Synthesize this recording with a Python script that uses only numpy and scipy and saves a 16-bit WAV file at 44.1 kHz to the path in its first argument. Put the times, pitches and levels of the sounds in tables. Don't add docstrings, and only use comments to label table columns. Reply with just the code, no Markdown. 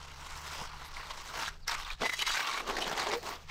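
import sys
import numpy as np
from scipy import signal
from scipy.io import wavfile
from scipy.ndimage import uniform_filter1d

SR = 44100
rng = np.random.default_rng(int(sys.argv[2]) if len(sys.argv) > 2 else 0)


def generate_wav(sig):
    pcm = np.round(np.clip(np.atleast_2d(sig).T, -1, 1) * 32767).astype(np.int16)
    wavfile.write(sys.argv[1], SR, pcm)


N = 154350
TIME = np.arange(N) / SR

# t/s, level/dB
SCRAPE_LOUDNESS = [(0.0, -46.5), (0.18, -49), (0.2, -45.5), (0.34, -43), (0.635, -41), (0.68, -44.5),
                   (0.93, -47), (0.96, -42.5), (0.97, -42), (1.01, -41), (1.025, -44.5), (1.09, -44.5),
                   (1.11, -37), (1.125, -45), (1.18, -43.5), (1.23, -47), (1.41, -36.5), (1.49, -36),
                   (1.5, -43), (1.59, -61.5), (1.66, -61), (1.68, -34.5), (1.69, -31.5), (1.83, -43.5),
                   (1.925, -37.5), (1.96, -53.5), (1.99, -50.5), (2.02, -29.5), (2.072, -34),
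                   (2.085, -45.5), (2.1, -39.5), (2.11, -46.5), (2.14, -35.5), (2.16, -47), (2.2, -41),
                   (2.225, -33.5), (2.245, -46), (2.27, -34.5), (2.28, -33), (2.58, -33), (2.65, -44),
                   (2.69, -36.5), (3.14, -32.5), (3.21, -53.5), (3.26, -37), (3.3, -38.5), (3.36, -43),
                   (3.39, -52), (3.47, -55), (3.5, -40)]
def shovel_scraping():
    (level_db,) = in_time(SCRAPE_LOUDNESS)
    effort = from_db(.8 * np.minimum(level_db - level_db.max() + 6, 0))
    clumps = from_db(4 * drift(40))
    grains = clicks(per_s=6000 * clumps, spread_db=3)
    cracks = clicks(per_s=250 * clumps, spread_db=3.5)
    snap_fade_s = .007
    bursts = signal.lfilter([1], [1, -from_db(-60 / (snap_fade_s * SR))], np.abs(cracks))
    snaps = effort * rms_one(bursts * rng.standard_normal(N))
    slurry = rng.standard_normal((2, N))
    grit = wet_grit(grains, snaps, slurry, level_db, effort)
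    ringing = blade_ringing(grains + snaps + slurry[0])
    gravel = from_db(-9) * effort * gravel_ticks()
    crunch = from_db(2 * np.sqrt(effort) * drift(69))
    return crunch * (grit + from_db(level_db) * (ringing + gravel))


# f/Hz, level/dB
GRIT_TONE = [(150, -22.5), (264, -19.5), (410, -13), (640, -17), (850, -10), (1120, -8), (1400, -12.5),
             (2040, -12.5), (3000, -14.5), (4500, -15), (7300, -22.5), (8800, -44), (15500, -32)]
# t/s, level/dB
GRIT_BASS = [(0.0, -62), (0.57, -58.5), (0.62, -48.5), (0.67, -64.5), (1.26, -61), (1.37, -51.5),
             (1.65, -71), (1.7, -53.5), (1.98, -71), (2.03, -34.5), (2.14, -63), (2.61, -48.5),
             (2.71, -39.5), (2.99, -42.5), (3.16, -40.5), (3.21, -52.5), (3.26, -41.5), (3.5, -71.5)]
GRIT_TREBLE = [(0.0, -57), (0.5, -45.5), (0.63, -48.5), (0.69, -59.5), (1.3, -48.5), (1.48, -40.5),
               (1.51, -58.5), (1.66, -67), (1.68, -42), (1.72, -42.5), (1.92, -54.5), (1.98, -64),
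               (2.02, -43), (2.23, -45), (2.24, -67), (2.27, -39.5), (2.6, -43.5), (2.63, -54),
               (2.7, -44.5), (3.06, -41.5), (3.21, -49.5), (3.28, -40), (3.39, -57.5), (3.5, -58.5)]
def wet_grit(grains, snaps, slurry, level_db, effort):
    bass_below_hz, treble_above_hz = 836, 4900
    flutter_db = level_db - uniform_filter1d(level_db, size=int(.05 * SR))
    bass_db, treble_db = (curve - curve.mean() + level_db.mean() + flutter_db
                          for curve in in_time(GRIT_BASS) + in_time(GRIT_TREBLE))
    grain_band = rng.integers(0, 27, N)
    out = 0
    for k, hz in enumerate(np.geomspace(170, 15000, 27)):
        pings = resonance(grains * (grain_band == k), hz, width_hz=hz / 5.8)
        pings = rms_one(band(pings, hz / 2, hz * 2))
        hiss = from_db(10) * slurry[k % 2] + from_db(-3) * snaps
        hiss = rms_one(band(hiss, hz / 2 ** (1 / 8), hz * 2 ** (1 / 8)))
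        bass = np.clip(.5 + 2 * np.log2(bass_below_hz / hz), 0, 1)
        treble = np.clip(.5 + np.log2(hz / treble_above_hz), 0, 1)
        db = bass * bass_db + treble * treble_db + (1 - bass - treble) * level_db
        flicker_db = 3.4 * np.sqrt(effort) * drift(10.2)
        out += (pings + hiss) * np.sqrt(hz / 9000) * from_db(at_hz(GRIT_TONE, hz) + db + flicker_db)
    return out


# t/s, length/s, f/Hz, width/Hz, level/dB relative to the scraping
BLADE_NOTES = [(2.046, 0.12, 2016, 70, -1), (2.05, 0.294, 3865, 110, -11), (2.171, 0.051, 2760, 300, -3),
               (2.206, 0.082, 2160, 150, -5), (2.343, 0.082, 1560, 89.4, -6.5), (2.394, 0.37, 1130, 80, -7),
               (2.396, 0.23, 2250, 200, -10.5), (2.817, 0.019, 2840, 300, 3.5),
               (2.876, 0.22, 856, 120, -10), (3.242, 0.089, 1130, 198, -6.5), (1.364, 0.32, 1470, 304, -9),
               (1.707, 0.16, 1130, 200, -9.5), (0.2, 0.25, 7160, 397, -21.5),
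               (0.454, 0.21, 4970, 397, -13.5)]
# f/Hz, level/dB relative to the scraping
BARE_TUB_NOTES = [(2970, -15.5), (3300, -12), (4650, -14), (5440, -32), (6450, -20.5)]
def blade_ringing(shake):
    sinks_s, fade_s = 1.44, .041
    on_surface = np.clip((sinks_s - TIME) / fade_s, 0, 1)
    out = on_surface * from_db(-7.5) * rms_one(resonance(shake, hz=1050, width_hz=350))
    for start, length, hz, width_hz, db in BLADE_NOTES:
        free = on_between(start, start + length, fade_s)
        out += free * from_db(db) * rms_one(resonance(shake, hz, width_hz))
    on_tub = on_between(2.04, 2.34, fade_s)
    for hz, db in BARE_TUB_NOTES:
        out += on_tub * from_db(db + 2.9 * drift(13)) * rms_one(resonance(shake, hz, width_hz=64))
    return out


def gravel_ticks():
    ticks, tick_band = clicks(per_s=250, spread_db=3), rng.integers(0, 12, N)
    out = 0
    for k, hz in enumerate(np.geomspace(800, 5200, 12)):
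        pings = resonance(ticks * (tick_band == k), hz, width_hz=500)
        out += resonance(pings, hz, width_hz=1000) / np.sqrt(hz)
    return rms_one(out)


# t/s, level/dB, f/Hz, crack level/dB relative to the ring
STONE_HITS = [(0.613, -27, 998, -19), (0.6377, -31.5, 1120, -25), (0.9678, -31.5, 2100, -21),
              (1.432, -24.5, 1044, -30), (1.48, -25.5, 1630, -12), (1.6802, -24.5, 2080, 6.5),
              (1.7128, -28, 3640, -7), (1.8196, -37, 3690, -12), (1.8477, -34, 3620, -4),
              (1.903, -32, 2420, -4), (2.0952, -18.5, 2055, -24), (2.1918, -25.5, 2400, -2),
              (2.2026, -20, 3130, -21), (2.2194, -36, 2160, -20.5), (2.2665, -23, 3830, -10),
              (2.346, -24.5, 1520, -11), (2.6898, -24.5, 1130, -30), (2.7674, -23, 1850, -39),
              (2.823, -26, 3080, -15.5), (2.879, -37.5, 1000, 10), (2.8965, -36, 5740, 3),
              (2.9143, -22, 794, -14), (2.977, -24, 1930, 0), (2.9953, -26, 1950, -7),
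              (3.0295, -26.5, 745, -15), (3.0984, -29, 864, -3), (3.116, -29, 2030, -1),
              (3.23, -30.5, 840, -3), (3.246, -30.5, 910, -25), (3.276, -33, 1160, -8)]
def stone_knocks():
    ring_fade_s, crack_fade_s = .034, .007
    out, t = np.zeros(N), TIME[:2000]
    for start, db, hz, crack_db in STONE_HITS:
        noise = rng.standard_normal(len(t))
        tone = np.sin(2 * np.pi * hz * t) + rms_one(resonance(noise, hz, width_hz=146))
        ring = from_db(-60 * t / ring_fade_s) * tone / 2
        burst = from_db(-60 * t / crack_fade_s) * noise
        crack = band(burst, 1200, 6000) + from_db(-9) * burst
        out[int(start * SR):][:len(t)] += from_db(db) * (ring + from_db(crack_db) * crack)
    return out


# t/s, level/dB
SETTLING = [(0.614, -38), (2.012, -34.5)]
def blade_thuds(hz=186, fade_s=.045):
    out = 0
    for start, db in SETTLING:
        age = np.maximum(TIME - start, 0)
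        out += from_db(db - 60 * age / fade_s) * np.sin(2 * np.pi * hz * age)
    return out


def air_gulp(start_s=3.075, length_s=.12, from_hz=415, to_hz=490):
    progress = np.clip((TIME - start_s) / length_s, 0, 1)
    hz = from_hz + (to_hz - from_hz) * progress + 10 * drift(32)
    return from_db(-38 + 3 * progress + 2.5 * drift(54)) * arch(progress) * np.sin(phase_of(hz))


# t/s, hum level/dB, rumble level/dB
# The dip near 2.44 s stands for the recorder's gain control turning both down under loud scraping.
HUM_AND_RUMBLE = [(0.0, -54.5, -43), (0.15, -56.5, -58.5), (0.33, -57, -43), (0.41, -54.5, -57),
                  (1.2, -62, -46), (1.29, -58.5, -52), (2.02, -63.5, -43.5), (2.08, -65, -61.5),
                  (2.32, -70, -45.5), (2.44, -95, -75), (2.63, -67.5, -50), (3.46, -59, -56),
                  (3.5, -59, -49)]
def engine_and_wind(from_hz=71.5, to_hz=76.3, rise_s=2.4):
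    hum_db, rumble_db = in_time(HUM_AND_RUMBLE)
    phase = phase_of(np.interp(TIME, [0, rise_s], [from_hz, to_hz]) + 1.5 * drift(4))
    tone = np.sin(phase) + from_db(-7) * np.sin(2 * phase)
    hum = np.sqrt(2) * from_db(hum_db + 2.56 * drift(37)) * tone
    gusts = from_db(-2 * drift(6))
    rumble = band(band(rng.standard_normal(N), 10.5, 32.7), 4.1, 41)
    return hum + from_db(rumble_db) * rms_one(gusts * rumble)


# f/Hz, level/dB
AIR_TONE = [(24, -28), (58, -4), (162, 5), (289, -22), (488, -24), (526, -58), (2250, -26), (4410, -45),
            (15800, -59)]
def outdoor_air():
    noise, edges = rng.standard_normal((2, N)), 40 * 2 ** np.arange(0, 9.1, .5)
    air = sum(from_db(at_hz(AIR_TONE, np.sqrt(low * high))) * band(noise[k % 2], low, high)
              for k, (low, high) in enumerate(zip(edges, edges[1:])))
    return from_db(-65.5) * rms_one(air)


def bird_chirp(start_s=1.612, length_s=.047, from_hz=5000, to_hz=3550):
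    progress = np.clip((TIME - start_s) / length_s, 0, 1)
    hz = from_hz + (to_hz - from_hz) * progress ** 2 + 200 * drift(300)
    return from_db(-62.5 + 4 * drift(150)) * arch(progress) * np.sin(phase_of(hz))


# t/s, length/s, lowest f/Hz, highest f/Hz, level/dB
HIGH_HISS = [(0.846, 0.04, 8600, 13400, -62)]
def faint_hiss():
    noise = rng.standard_normal(N)
    return sum(from_db(db) * ((TIME > start) & (TIME < start + length)) * rms_one(band(noise, low, high))
               for start, length, low, high, db in HIGH_HISS)


def from_db(db):
    return 10 ** (np.asarray(db) / 20)


def rms_one(x):
    return x / np.sqrt(np.mean(x ** 2) + 1e-20)


def in_time(rows):
    times, *columns = np.transpose(rows)
    return [np.interp(TIME, times, column) for column in columns]


def at_hz(rows, hz):
    pitches, levels = np.transpose(rows)
    return np.interp(np.log(hz), np.log(pitches), levels)


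def on_between(start_s, end_s, fade_s):
    return np.clip(np.minimum(TIME - start_s, end_s - TIME) / fade_s + .5, 0, 1)


def arch(progress):
    return np.sqrt(4 * progress * (1 - progress))


def phase_of(hz):
    return 2 * np.pi * np.cumsum(hz) / SR


def drift(hz):
    r = np.exp(-40 * np.pi * hz / SR)
    slow = signal.lfilter([1], [1, -2 * r, r * r], rng.standard_normal(N // 20 + 2002))[2000:]
    return np.interp(np.arange(N) / 20, np.arange(len(slow)), rms_one(slow))


def band(x, low_hz, high_hz):
    sos = signal.butter(2, [low_hz, min(high_hz, .45 * SR)], "band", fs=SR, output="sos")
    return signal.sosfilt(sos, x + 1e-18)


def resonance(x, hz, width_hz):
    r = np.exp(-np.pi * width_hz / SR)
    feedback = [1, -2 * r * np.cos(2 * np.pi * hz / SR), r * r]
    return signal.lfilter([(1 - r * r) / 2, 0, (r * r - 1) / 2], feedback, x + 1e-18)


def clicks(per_s, spread_db):
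    sizes = from_db(spread_db * np.minimum(rng.exponential(1, N), 3.5)) * rng.choice([-1, 1], N)
    return rms_one(sizes * (rng.random(N) < per_s / SR))


def scene():
    shovel = shovel_scraping() + stone_knocks() + blade_thuds() + air_gulp()
    return (shovel + engine_and_wind() + outdoor_air() + bird_chirp() + faint_hiss())[None]


def record(dry):
    peak, cutoff_hz = .13, 16500
    rounded = peak * np.tanh(dry / peak)
    return signal.sosfilt(signal.cheby2(14, 70, cutoff_hz, fs=SR, output="sos"), rounded)


dry = scene()
out = record(dry)
generate_wav(out)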